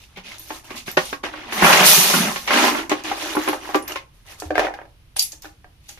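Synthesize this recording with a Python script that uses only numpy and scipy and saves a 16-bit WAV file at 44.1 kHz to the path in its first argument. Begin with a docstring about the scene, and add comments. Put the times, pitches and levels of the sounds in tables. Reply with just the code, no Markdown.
"""Small snail shells slide out of a tipped plastic bucket into a bamboo basket in an open yard.
Each collision is a tiny damped ring; thousands make the rattle and the patter on the bucket wall.
The bucket is righted, shaken and knocked: its wall rings and its hollow booms, lower while it leans.
Then something hard clatters on the concrete. Single shells clink here and there, weight lands in dull
thuds, and a short echo and a low outdoor rumble lie behind it all."""
import sys
import numpy as np
from scipy import signal
from scipy.io import wavfile

SR = 44100
rng = np.random.default_rng(int(sys.argv[2]) if len(sys.argv) > 2 else 0)


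def to_wav(sig):
    """Store sig (one row per channel, or 1-D mono) as 16-bit WAV at the path in sys.argv[1].

    Samples outside -1..1 are clipped; the rate is SR.
    """
    pcm = np.clip(np.atleast_2d(sig), -1, 1) * 32767
    pcm = np.round(pcm).astype(np.int16)
    wavfile.write(sys.argv[1], SR, pcm.T)  # frames by channels


N = 264159

# freq_hz, gain_db
SHELL_EQ = [(900, -18), (2000, -6), (3500, -0.5), (5000, -1.5), (6200, 1.5), (7700, -5.5), (9000, -2),
            (10500, 0.5), (12500, 1), (15500, -3.5)]
PATTER_EQ = [(150, -39.5), (330, -5), (420, -9.5), (520, -7), (700, -1), (1150, 0), (1600, 1), (2300, 1),
             (3200, -2.5), (4500, -15.5), (8000, -43)]
BUCKET_EQ = [(70, -20), (110, -15.5), (150, 4.5), (200, -1), (15000, -2)]  # little radiation below the hollow


def shell_rattle():
    """Shells tick on each other, sometimes ring, patter on the plastic and stir the bucket's air."""
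    t = np.arange(N) / SR
    shell_db, tilt_db_oct, wall_db, hollow_db = follow(shell_motion(), t)
    ticks = collisions(shell_db, tilt_db_oct, low_hz=2138, high_hz=14980, decay_cycles=4, spread_db=1.5,
                       min_density=0.55, full_db=-19, lag_s=0.0003, count=48000, size=104)
    tinkle_db = shell_db + 1.2 * np.minimum(tilt_db_oct, 2)
    tinkle = collisions(tinkle_db, tilt_db_oct, low_hz=9170, high_hz=13970, decay_cycles=66, spread_db=3,
                        min_density=0.6, full_db=-19.5, lag_s=0.00033, count=900, size=768)
    patter = collisions(wall_db, np.zeros(N), low_hz=361, high_hz=3510, decay_cycles=6.1, spread_db=2,
                        min_density=0.6, full_db=-28, lag_s=0.00015, count=15000, size=384)
    hollow_hz = hollow_pitch(t)
    air = resonate(stereo_noise(N), hollow_hz, width_hz=75)
    air = resonate(air, hollow_hz, width_hz=85)
    shells = colour(amp(-0.92) * ticks + amp(-15) * tinkle, SHELL_EQ)
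    bucket = amp(1.03) * colour(patter, PATTER_EQ) + amp(hollow_db + 0.15) * unit_rms(air)
    return shells + colour(bucket, BUCKET_EQ, size=4096)


def collisions(level_db, tilt_db_oct, low_hz, high_hz, decay_cycles, spread_db,
               min_density, full_db, lag_s, count, size):
    """Tiny rings of random pitch crowd as the load moves faster; rms follows level_db."""
    when, pitch, chance, phase = rng.random((count, 4)).T
    heft, delay, pan = rng.standard_normal((count, 3)).T
    at = (when * (N - 1)).astype(int)
    density = np.clip(amp((level_db[at] - full_db) / 2), min_density, 1)
    octaves = np.log2(high_hz / low_hz)
    slope_db = tilt_db_oct[at] * octaves
    mean_power = np.mean(amp(slope_db[:, None] * np.linspace(0, 1, 10)) ** 2, 1)
    gain = unit_rms(amp(spread_db * np.clip(heft, -2, 2))) * amp(slope_db * pitch + level_db[at])
    gain /= np.sqrt(mean_power * density * count / N)
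    hit = chance < density
    at, pitch, phase, gain, delay, pan = (v[hit, None] for v in (at, pitch, phase, gain, delay, pan))
    hz, n = low_hz * 2 ** (octaves * pitch), np.arange(size)
    cycles = hz * n / SR
    envelope = np.exp(-cycles / decay_cycles) * (1 - np.exp(-2 * cycles)) * (1 - n / size)
    envelope *= gain / np.sqrt((envelope ** 2).sum(1, keepdims=True) / 2)
    out = []
    for side in (-0.5, 0.5):
        tones = np.sin(2 * np.pi * (cycles + phase + side * lag_s * hz * delay))
        grains = envelope * np.sqrt(1 + side * np.tanh(pan)) * tones
        out.append(np.bincount((at + n).ravel(), grains.ravel(), N)[:N])
    return np.array(out)


# per pour: time_s, shell_db, tilt_db_oct, wall_db, hollow_db
POURS = [
    [(1.51, -38, -6.5, -37, -50), (1.53, -30.5, 1, -31, -43), (1.61, -23.5, -5, -19.5, -37),
     (1.64, -19, 1, -12, -24), (1.72, -15, -4, -12.5, -34), (1.835, -16, -3.5, -12.5, -32.5),
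     (1.865, -6.5, 2, -18.5, -32), (2.125, -18, -1.5, -24.5, -40.5), (2.155, -16.5, -1.5, -22, -22.5),
     (2.275, -25.5, -2.5, -23.5, -27.5), (2.32, -30, -2, -29.5, -50), (2.45, -38, -3, -58, -53.5)],
    [(2.468, -37, -2, -36, -59), (2.478, -20.5, -12, -25.5, -49), (2.51, -23.5, -9.5, -22.5, -40.5),
     (2.535, -16.5, -6.5, -14, -25.5), (2.67, -18, -5.5, -19, -25), (2.74, -32.5, -2, -26.5, -31.5),
     (2.79, -26, -7, -24.5, -30), (2.865, -49.5, -4, -44, -50)],
]  # out into the basket, then the rest shaken back
# start_s, rise_s, hold_s, shell_db, tilt_db_oct, wall_db
STIRS = [(0.0, 0.0017, 0.042, -47.5, -4.5, -58), (0.078, .02, .07, -58, -5, -58.5),
         (0.155, 0.015, 0.008, -35, -13.5, -42.5), (0.229, 0.028, 0.096, -37, -8.5, -46.5),
         (0.382, .017, 0.087, -44, 1, -53), (0.467, 0.032, 0.066, -39, -2, -43.5),
         (0.633, 0.01, 0.039, -46.5, -1.5, -48), (0.688, 0.021, 0.046, -44.5, -3, -38),
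         (0.75, 0.017, 0.012, -30.5, -5.5, -60), (0.854, 0.014, 0.039, -34, -3, -41.5),
         (0.977, .012, 0.12, -33.5, -3.5, -48), (1.23, 0.0074, 0.023, -30, -9.5, -28),
         (1.305, .03, 0.19, -38, -11.5, -39), (2.893, 0.0031, 0.021, -26.5, -13, -25),
         (2.955, 0.017, .025, -36.5, -10, -37.5), (3.036, 0.014, 0.068, -28, -8, -30),
         (3.089, 0.13, 0.12, -29.5, -4.5, -31), (3.336, 0.058, 0.15, -33, -3.5, -31.5),
         (3.57, 0.082, 0.066, -39, -4, -37), (3.734, 0.0033, 0.028, -45, 4, -30.5),
         (3.808, 0.027, 0.064, -54, -1, -43.5), (3.874, 0.0033, 0.036, -36.5, -4, -32),
         (3.95, .004, 0.017, -29.5, -27, -48), (4.124, 0.021, 0.074, -62.5, -1, -66),
         (4.242, 0.064, .02, -41.5, -3, -44), (4.37, 0.017, 0.077, -45.5, -3, -50.5),
         (4.536, 0.028, 0.095, -29.5, -19, -33), (4.662, 0.039, 0.11, -62, -7, -47),
         (5.159, 0.006, 0.013, -30.5, -3, -45), (5.184, .004, 0.038, -27, 0.5, -59),
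         (5.307, .012, .015, -46.5, -3, -57), (5.417, 0.018, .025, -44, -3.5, -51),
         (5.8, 0.062, 0.12, -53.5, -4.5, -73.5), (5.88, 0.0066, 0.024, -42, -2, -55)]
REST_DB, SAG_DB_PER_S, SETTLE_DB_PER_S = -79, 8.5, 300.5
HOLLOW_HELD_DB, HOLLOW_STANDING_DB, SET_DOWN_S = -8, -19, 3.94  # levels relative to wall_db


def shell_motion():
    """Stirs and pours add in power, the loudest dominating the tilt; columns as in POURS."""
    t = np.arange(0, N, 32) / SR
    rest = np.outer([REST_DB, 0, REST_DB, REST_DB], np.ones_like(t))
    moves = [rest] + [stir(t, *row) for row in STIRS] + [pour(t, curve) for curve in POURS]
    shell_db, tilt_db_oct, wall_db, hollow_db = np.swapaxes(moves, 0, 1)
    tilt_db_oct = np.average(tilt_db_oct, axis=0, weights=amp(shell_db) ** 2)
    shell_db, wall_db, hollow_db = 10 * np.log10((amp([shell_db, wall_db, hollow_db]) ** 2).sum(1))
    return np.transpose([t, shell_db, tilt_db_oct, wall_db, hollow_db])


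def pour(t, curve):
    """The sliding load follows its curve and dies away on either side."""
    shell_db, tilt_db_oct, wall_db, hollow_db = follow(curve, t)
    fade_db = -SETTLE_DB_PER_S * abs(t - np.clip(t, curve[0][0], curve[-1][0]))
    return shell_db + fade_db, tilt_db_oct, wall_db + fade_db, hollow_db + fade_db


def stir(t, start_s, rise_s, hold_s, shell_db, tilt_db_oct, wall_db):
    """Nudged shells speed up, slowly lose force, then settle."""
    held_s = t - start_s - rise_s
    shape_db = 20 * np.log10(np.clip((t - start_s) / rise_s, 1e-6, 1))
    shape_db -= SAG_DB_PER_S * np.clip(held_s, 0, hold_s)
    shape_db -= SETTLE_DB_PER_S * np.maximum(held_s - hold_s, 0)
    hollow_db = wall_db + (HOLLOW_HELD_DB if start_s < SET_DOWN_S else HOLLOW_STANDING_DB)
    return shell_db + shape_db, np.full_like(t, tilt_db_oct), wall_db + shape_db, hollow_db + shape_db


# start_s, wall_db, hollow_db, crack_db, spot_hz
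KNOCKS = [(0.172, -39.5, -42, -40, 2300), (0.504, -27.5, -37.5, -37, 950), (0.705, -35.5, -37.5, -37, 1150),
          (0.879, -30.5, -37, -30.5, 2000), (0.9698, -18, -29.5, -20, 2100),
          (0.9725, -11, -27.5, -17.5, 1420), (1.128, -23.5, -34.5, -29.5, 1210),
          (1.237, -25.5, -33, -33, 2000), (1.337, -30, -50, -55, 1390), (1.523, -26, -38, -25.5, 2610),
          (1.622, -10, -20, -24, 1070), (1.645, -11, -25, -13, 1133), (1.699, -11.5, -36, -25.5, 1330),
          (1.729, -11.5, -33, -9.5, 1527), (1.802, -19, -22, -27, 2537), (1.975, -26, -24.5, -25.5, 2600),
          (2.098, -20.5, -46, -22, 1200), (2.138, -15, -25, -22.5, 1450), (2.36, -26.5, -64, -24.5, 1199),
          (2.476, -22, -46, -22.5, 2450), (2.506, -16, -47, -19, 1190), (2.64, -12, -32, -30, 730),
          (2.68, -17, -23, -20, 1148), (2.748, -21.5, -46, -43.5, 830), (2.916, -15.5, -20.5, -23, 800),
          (3.115, -20, -32, -40, 850), (3.351, -24, -36, -44, 880), (3.368, -17, -18.5, -46, 880),
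          (3.476, -17.5, -36, -26.5, 950), (3.485, -20.5, -21, -24, 1000), (3.529, -21.5, -32, -51, 760),
          (3.69, -29.5, -41, -50, 830), (3.745, -14, -30, -23.5, 1010), (3.75, -23.5, -16.5, -38, 535),
          (3.958, -25.5, -56.5, -28.5, 1020)]
# freq_hz, gain_db, t60_s
WALL_MODES = [(400, -7.5, 0.044), (525, -3, 0.16), (616, -5, 0.11), (756, -4, 0.11), (850, 2, 0.07),
              (991, -1.5, 0.038), (1090, -1.5, 0.13), (1160, -4.5, 0.048), (1442, -5.5, 0.091),
              (1625, -0.5, 0.059), (1903, -13, 0.021), (1920, -3.5, 0.1), (2210, -6, .05), (2510, -20, .05),
              (2890, -13.5, 0.2)]
# freq_hz, gain_db
SLAP_EQ = [(120, -25.5), (300, 5), (800, 0), (1600, 0.5), (2400, -8.5), (4000, -23.5), (9000, -49.5)]
CRACK_EQ = [(500, -27), (1500, 1.5), (2400, 4.5), (4000, -3), (6200, -8.5), (7700, -21), (11000, -16),
            (15000, -26)]


def bucket_knocks():
    """Each blow rings the wall and the hollow, with a slap and a crack at the contact."""
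    out, t = np.zeros((2, N)), np.arange(SR // 5) / SR
    for start_s, wall_db, hollow_db, crack_db, spot_hz in KNOCKS:
        modes = ring(t, WALL_MODES, spot_hz, focus_db=11, scatter_db=2, detune=0.03, lag_s=0.0002)
        modes *= 1 - np.exp(-t / 0.0011)
        wall = amp(-0.5) * modes + amp(-4.5) * burst(t, SLAP_EQ, t60_s=0.046)
        boom = amp(hollow_db + 0.06) * hollow(t, start_s, t60_s=0.1)
        crack = amp(crack_db) * burst(t, CRACK_EQ, t60_s=0.13)
        add(out, start_s, amp(wall_db) * wall + boom + crack)
    return colour(out, BUCKET_EQ, size=4096)


def hollow(t, start_s, t60_s):
    """The air in the bucket booms after a blow, and the bucket's base with it."""
    hz, sides = hollow_pitch(start_s), np.array([[1], [-1]])
    air = np.sin(2 * np.pi * hz * t + sides * hz / 850) * amp(-60 * t / t60_s)
    base = np.sin(2 * np.pi * 385 * t - sides * 0.45) * amp(1 - 60 * t / 0.061)
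    return unit_attack((air + base) * (1 - np.exp(-t / 0.004)))


# tipped_s, until_s, righting_s
TIPS = [(.15, .22, 0.16), (0.873, 1.026, 0.12), (1.635, 2.032, 0.79)]
UPRIGHT_HZ, TIPPED_HZ, TIPPING_S = 305.2, 180, 0.23


def hollow_pitch(time_s):
    """The hollow falls in pitch as the bucket tips and returns as it is righted."""
    lean = sum(np.interp(time_s, [tipped - TIPPING_S, tipped, until, until + righting], [0, 1, 1, 0])
               for tipped, until, righting in TIPS)
    return UPRIGHT_HZ + (TIPPED_HZ - UPRIGHT_HZ) * lean


# start_s, body_db, hollow_db, crack_db, spot_hz
CLATTER = [(4.422, -30, -37.5, -50, 726), (4.506, -19.5, -28, -40, 586), (4.555, -19, -38, -34, 1710),
           (4.58, -13, -29.5, -28, 760), (4.594, -14.5, -37, -23, 770), (4.611, -27, -34, -43, 780),
           (4.619, -20, -45, -45, 800), (4.633, -27, -34.5, -36, 715), (4.648, -23.5, -43, -35, 575),
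           (4.669, -24.5, -54, -46, 1730), (4.685, -26, -60, -56, 760), (4.739, -33, -51, -41, 750),
           (4.789, -35, -57, -76, 835), (4.816, -37.5, -61, -66, 555), (4.853, -53, -61, -60, 618),
           (5.164, -37, -70, -41, 780), (5.331, -48, -59, -60, 780), (5.445, -40, -46, -52, 1660),
           (5.454, -38, -54, -47, 1680), (5.644, -44, -62, -58, 1137), (5.892, -49.5, -66, -46, 605),
           (5.975, -49, -79, -49, 1430)]
# freq_hz, gain_db, t60_s
CLATTER_MODES = [(490, -7, 0.16), (559.5, -3, 0.16), (619, -2, 0.088), (767, 2.5, 0.099), (861, -1, 0.028),
                 (1170, -3.5, .025), (1620, 3.5, 0.055), (1775, 3, 0.025), (2300, -6, 0.03)]


def clatter():
    """Something hard rocks to rest on the concrete in dry, partly choked clacks."""
    out, t = np.zeros((2, N)), np.arange(SR // 5) / SR
    choke = 0.46 + np.exp(-t / 0.0064)
    for start_s, body_db, hollow_db, crack_db, spot_hz in CLATTER:
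        modes = ring(t, CLATTER_MODES, spot_hz, focus_db=5, scatter_db=2, detune=0.05, lag_s=0.0001)
        body = amp(0.14) * unit_attack(modes * choke) + amp(-20) * burst(t, SLAP_EQ, t60_s=0.089)
        boom = amp(hollow_db) * hollow(t, start_s, t60_s=0.16)
        crack = amp(crack_db) * burst(t, CRACK_EQ, t60_s=0.059)
        add(out, start_s, amp(body_db) * body + boom + crack)
    return colour(out, [(90, -11), (180, -15.5), (280, -2), (15000, 0.5)])


# start_s, tick_db, ring_db, pitch_hz
CLINKS = [(0.039, -62, -50, 2740), (.318, -51, -40, 2180), (.383, -46.5, -46, 10700),
          (.395, -56, -38, 12160), (.915, -49, -36, 12300), (1.056, -44, -37.5, 9720),
          (2.8953, -30, -32, 2280), (3.037, -39.5, -47, 2570), (3.228, -40, -42, 6100),
          (3.355, -41, -35.5, 11320), (3.436, -39.5, -40.5, 13900), (3.486, -40, -31.5, 11800),
          (3.756, -33.5, -38, 12400), (3.825, -50, -40.5, 10320), (3.879, -37.5, -33, 13400),
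          (3.92, -37, -33, 2930), (4.4, -35, -47, 10580), (5.167, -37, -26.5, 9450),
          (5.193, -17.5, -17, 4940), (5.2235, -31, -22, 11460), (5.233, -44, -30.5, 11500),
          (5.32, -37, -40, 6620), (5.421, -43.5, -51, 14130), (5.89, -40, -46.5, 6280)]


def shell_clinks():
    """A single shell rings with a cluster of close modes over a sharp tick."""
    out, t = np.zeros((2, N)), np.arange(SR // 8) / SR
    cluster = [(0.94, -3.5, 0.018), (0.975, 4.5, 0.026), (1.01, -8.5, 0.029), (1.05, -3.5, 0.028)]
    tick_eq = [(600, -47), (2000, -16), (4500, 8), (6500, 9.5), (8000, 1.5), (11500, 0), (15000, -5)]
    for start_s, tick_db, ring_db, pitch_hz in CLINKS:
        modes = [(pitch_hz * ratio, gain_db, t60_s) for ratio, gain_db, t60_s in cluster]
        tick = burst(t, tick_eq, t60_s=0.033)
        ping = ring(t, modes, pitch_hz, focus_db=1.5, scatter_db=5, detune=0.005, lag_s=0.00035)
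        add(out, start_s, amp(ring_db) * ping + amp(tick_db) * tick)
    return out


# start_s, level_db, pitch_hz, t60_s
THUDS = [(0.88, -22.5, 171, 0.06), (0.9714, -10, 372, 0.058), (0.9729, -14, 611, 0.086),
         (0.975, -28, 165, 0.14), (1.128, -13.5, 427, 0.021), (1.622, -19, 59.4, 0.11),
         (3.114, -17.5, 806, 0.054), (4.457, -26, 78.5, 0.23), (4.504, -16, 500, 0.057),
         (4.58, -33, 41.6, 0.37)]


def thuds():
    """Bumps of the loaded bucket and of weight on the ground: one damped mode each."""
    out, t = np.zeros((2, N)), np.arange(SR // 4) / SR
    for start_s, level_db, pitch_hz, t60_s in THUDS:
        envelope = amp(level_db - 60 * t / t60_s) * (1 - np.exp(-2 * pitch_hz * t))
        add(out, start_s, envelope * np.sin(2 * np.pi * pitch_hz * t)[None])
    return out


# freq_hz, gain_db
ECHO_EQ = [(100, -19.5), (200, -6.5), (300, 1.5), (500, -2.5), (1500, -3.5), (5000, -0.5), (15000, 0)]
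# freq_hz, t60_s
ECHO_T60 = [(150, 0.72), (400, 0.24), (1000, 0.3033), (3000, 0.0555), (7000, 0.2447), (15000, 0.16)]


def yard_echo(x):
    """Ground and fences scatter a short tail."""
    hz, t, spectrum = signal.stft(stereo_noise(SR // 2), SR, nperseg=256)
    decay_db = at_hz(ECHO_EQ, hz)[:, None] - 60 * t / at_hz(ECHO_T60, hz)[:, None]
    tail = signal.istft(spectrum * amp(decay_db), SR, nperseg=256)[1]
    tail *= 1 - np.exp(-(np.arange(tail.shape[1]) / SR / 0.00081) ** 2)
    return signal.fftconvolve(x, tail / np.linalg.norm(tail[0]), axes=1)[:, :N]


# freq_hz, gain_db
YARD_EQ = [(20, -6), (45, 2.5), (80, -1), (130, -5), (200, -16), (400, -25), (800, -28), (1500, -30.5),
           (3000, -29), (6000, -36), (7700, -43.5), (10000, -35.5), (15000, -44.5)]


def yard_air(level_db=-52):
    """Steady low rumble of the open air."""
    return amp(level_db) * unit_rms(colour(stereo_noise(N), YARD_EQ, size=8192))


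# freq_hz, side_minus_mid_db
STEREO_WIDTH = [(30, -9.5), (170, -20), (280, -10), (600, -3.5), (1200, 0.5), (2200, 1.5), (16000, -1.5)]


def stereo_noise(size):
    """Diffuse noise: left and right alike in the bass, apart in the treble."""
    mid, side = rng.standard_normal((2, 1, size))
    side = colour(side, STEREO_WIDTH)
    return np.vstack([mid + side, mid - side])


def burst(t, eq, t60_s):
    """A short splash of contact noise."""
    return unit_attack(colour(stereo_noise(len(t)) * amp(-60 * t / t60_s), eq))


def ring(t, modes, spot_hz, focus_db, scatter_db, detune, lag_s):
    """Damped modes, varied per blow; the struck spot favours those near spot_hz."""
    hz, gain_db, t60_s = np.transpose(modes)[:, :, None]
    weight, delay, shift = rng.standard_normal((3, len(hz), 1))
    gain_db = gain_db + focus_db * np.exp(-(2 * np.log2(hz / spot_hz)) ** 2) + scatter_db * weight
    envelopes = rng.choice([-1, 1], hz.shape) * amp(gain_db - 60 * t / t60_s)
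    hz = hz * (1 + detune * shift)
    tones = np.array([np.sin(2 * np.pi * hz * (t + side * lag_s * delay)) for side in (-0.5, 0.5)])
    return unit_attack((envelopes * tones).sum(1))


def resonate(x, hz, width_hz):
    """Unity-gain resonance that follows the curve hz."""
    carrier = np.exp(2j * np.pi * np.cumsum(hz) / SR)
    pole = np.exp(-np.pi * width_hz / SR)
    return 2 * (carrier * signal.lfilter([1 - pole], [1, -pole], x / carrier + 1e-18)).real


def colour(x, eq, size=2048):
    """Minimum-phase filter; eq rows are freq_hz, gain_db."""
    log_gain = np.log(amp(at_hz(eq, abs(np.fft.fftfreq(size, 1 / SR)))))
    taps = np.fft.ifft(np.exp(np.conj(signal.hilbert(log_gain)))).real
    return signal.oaconvolve(x, taps[None], axes=1)[:, :x.shape[1]]


def amp(db):
    return 10 ** (np.asarray(db) / 20)


def unit_rms(x):
    return x / np.sqrt(np.mean(x ** 2) + 1e-20)


def unit_attack(x):
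    """Rms 1 over the first 12 ms."""
    return x / np.sqrt(np.mean(x[:, :530] ** 2) + 1e-20)


def at_hz(table, hz):
    freq_hz, values = np.transpose(table)
    return np.interp(np.log(hz + 1), np.log(freq_hz), values)


def follow(table, t):
    time_s, *columns = np.transpose(table)
    return [np.interp(t, time_s, column) for column in columns]


def add(mix, start_s, sound):
    part = mix[:, round(start_s * SR):][:, :sound.shape[1]]
    part += sound[:, :part.shape[1]]


def scene():
    """Shells, blows and their echo over the open air, a touch louder on the right."""
    shells, knocks, clacks, clinks = shell_rattle(), bucket_knocks(), clatter(), shell_clinks()
    air = yard_air()
    echo = yard_echo(amp(-4) * shells + amp(-8) * knocks + amp(-2.5) * (clacks + clinks))
    return (shells + knocks + clacks + clinks + thuds() + echo + air) * amp([[-0.4], [0.4]])


def record(dry):
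    """Clip at full scale, then low-pass."""
    lowpass = signal.firwin(511, cutoff=15500, window=("kaiser", 8), fs=SR)
    return signal.oaconvolve(np.clip(dry, -1, 1), lowpass[None], "same", axes=1)


dry = scene()
out = record(dry)
to_wav(out)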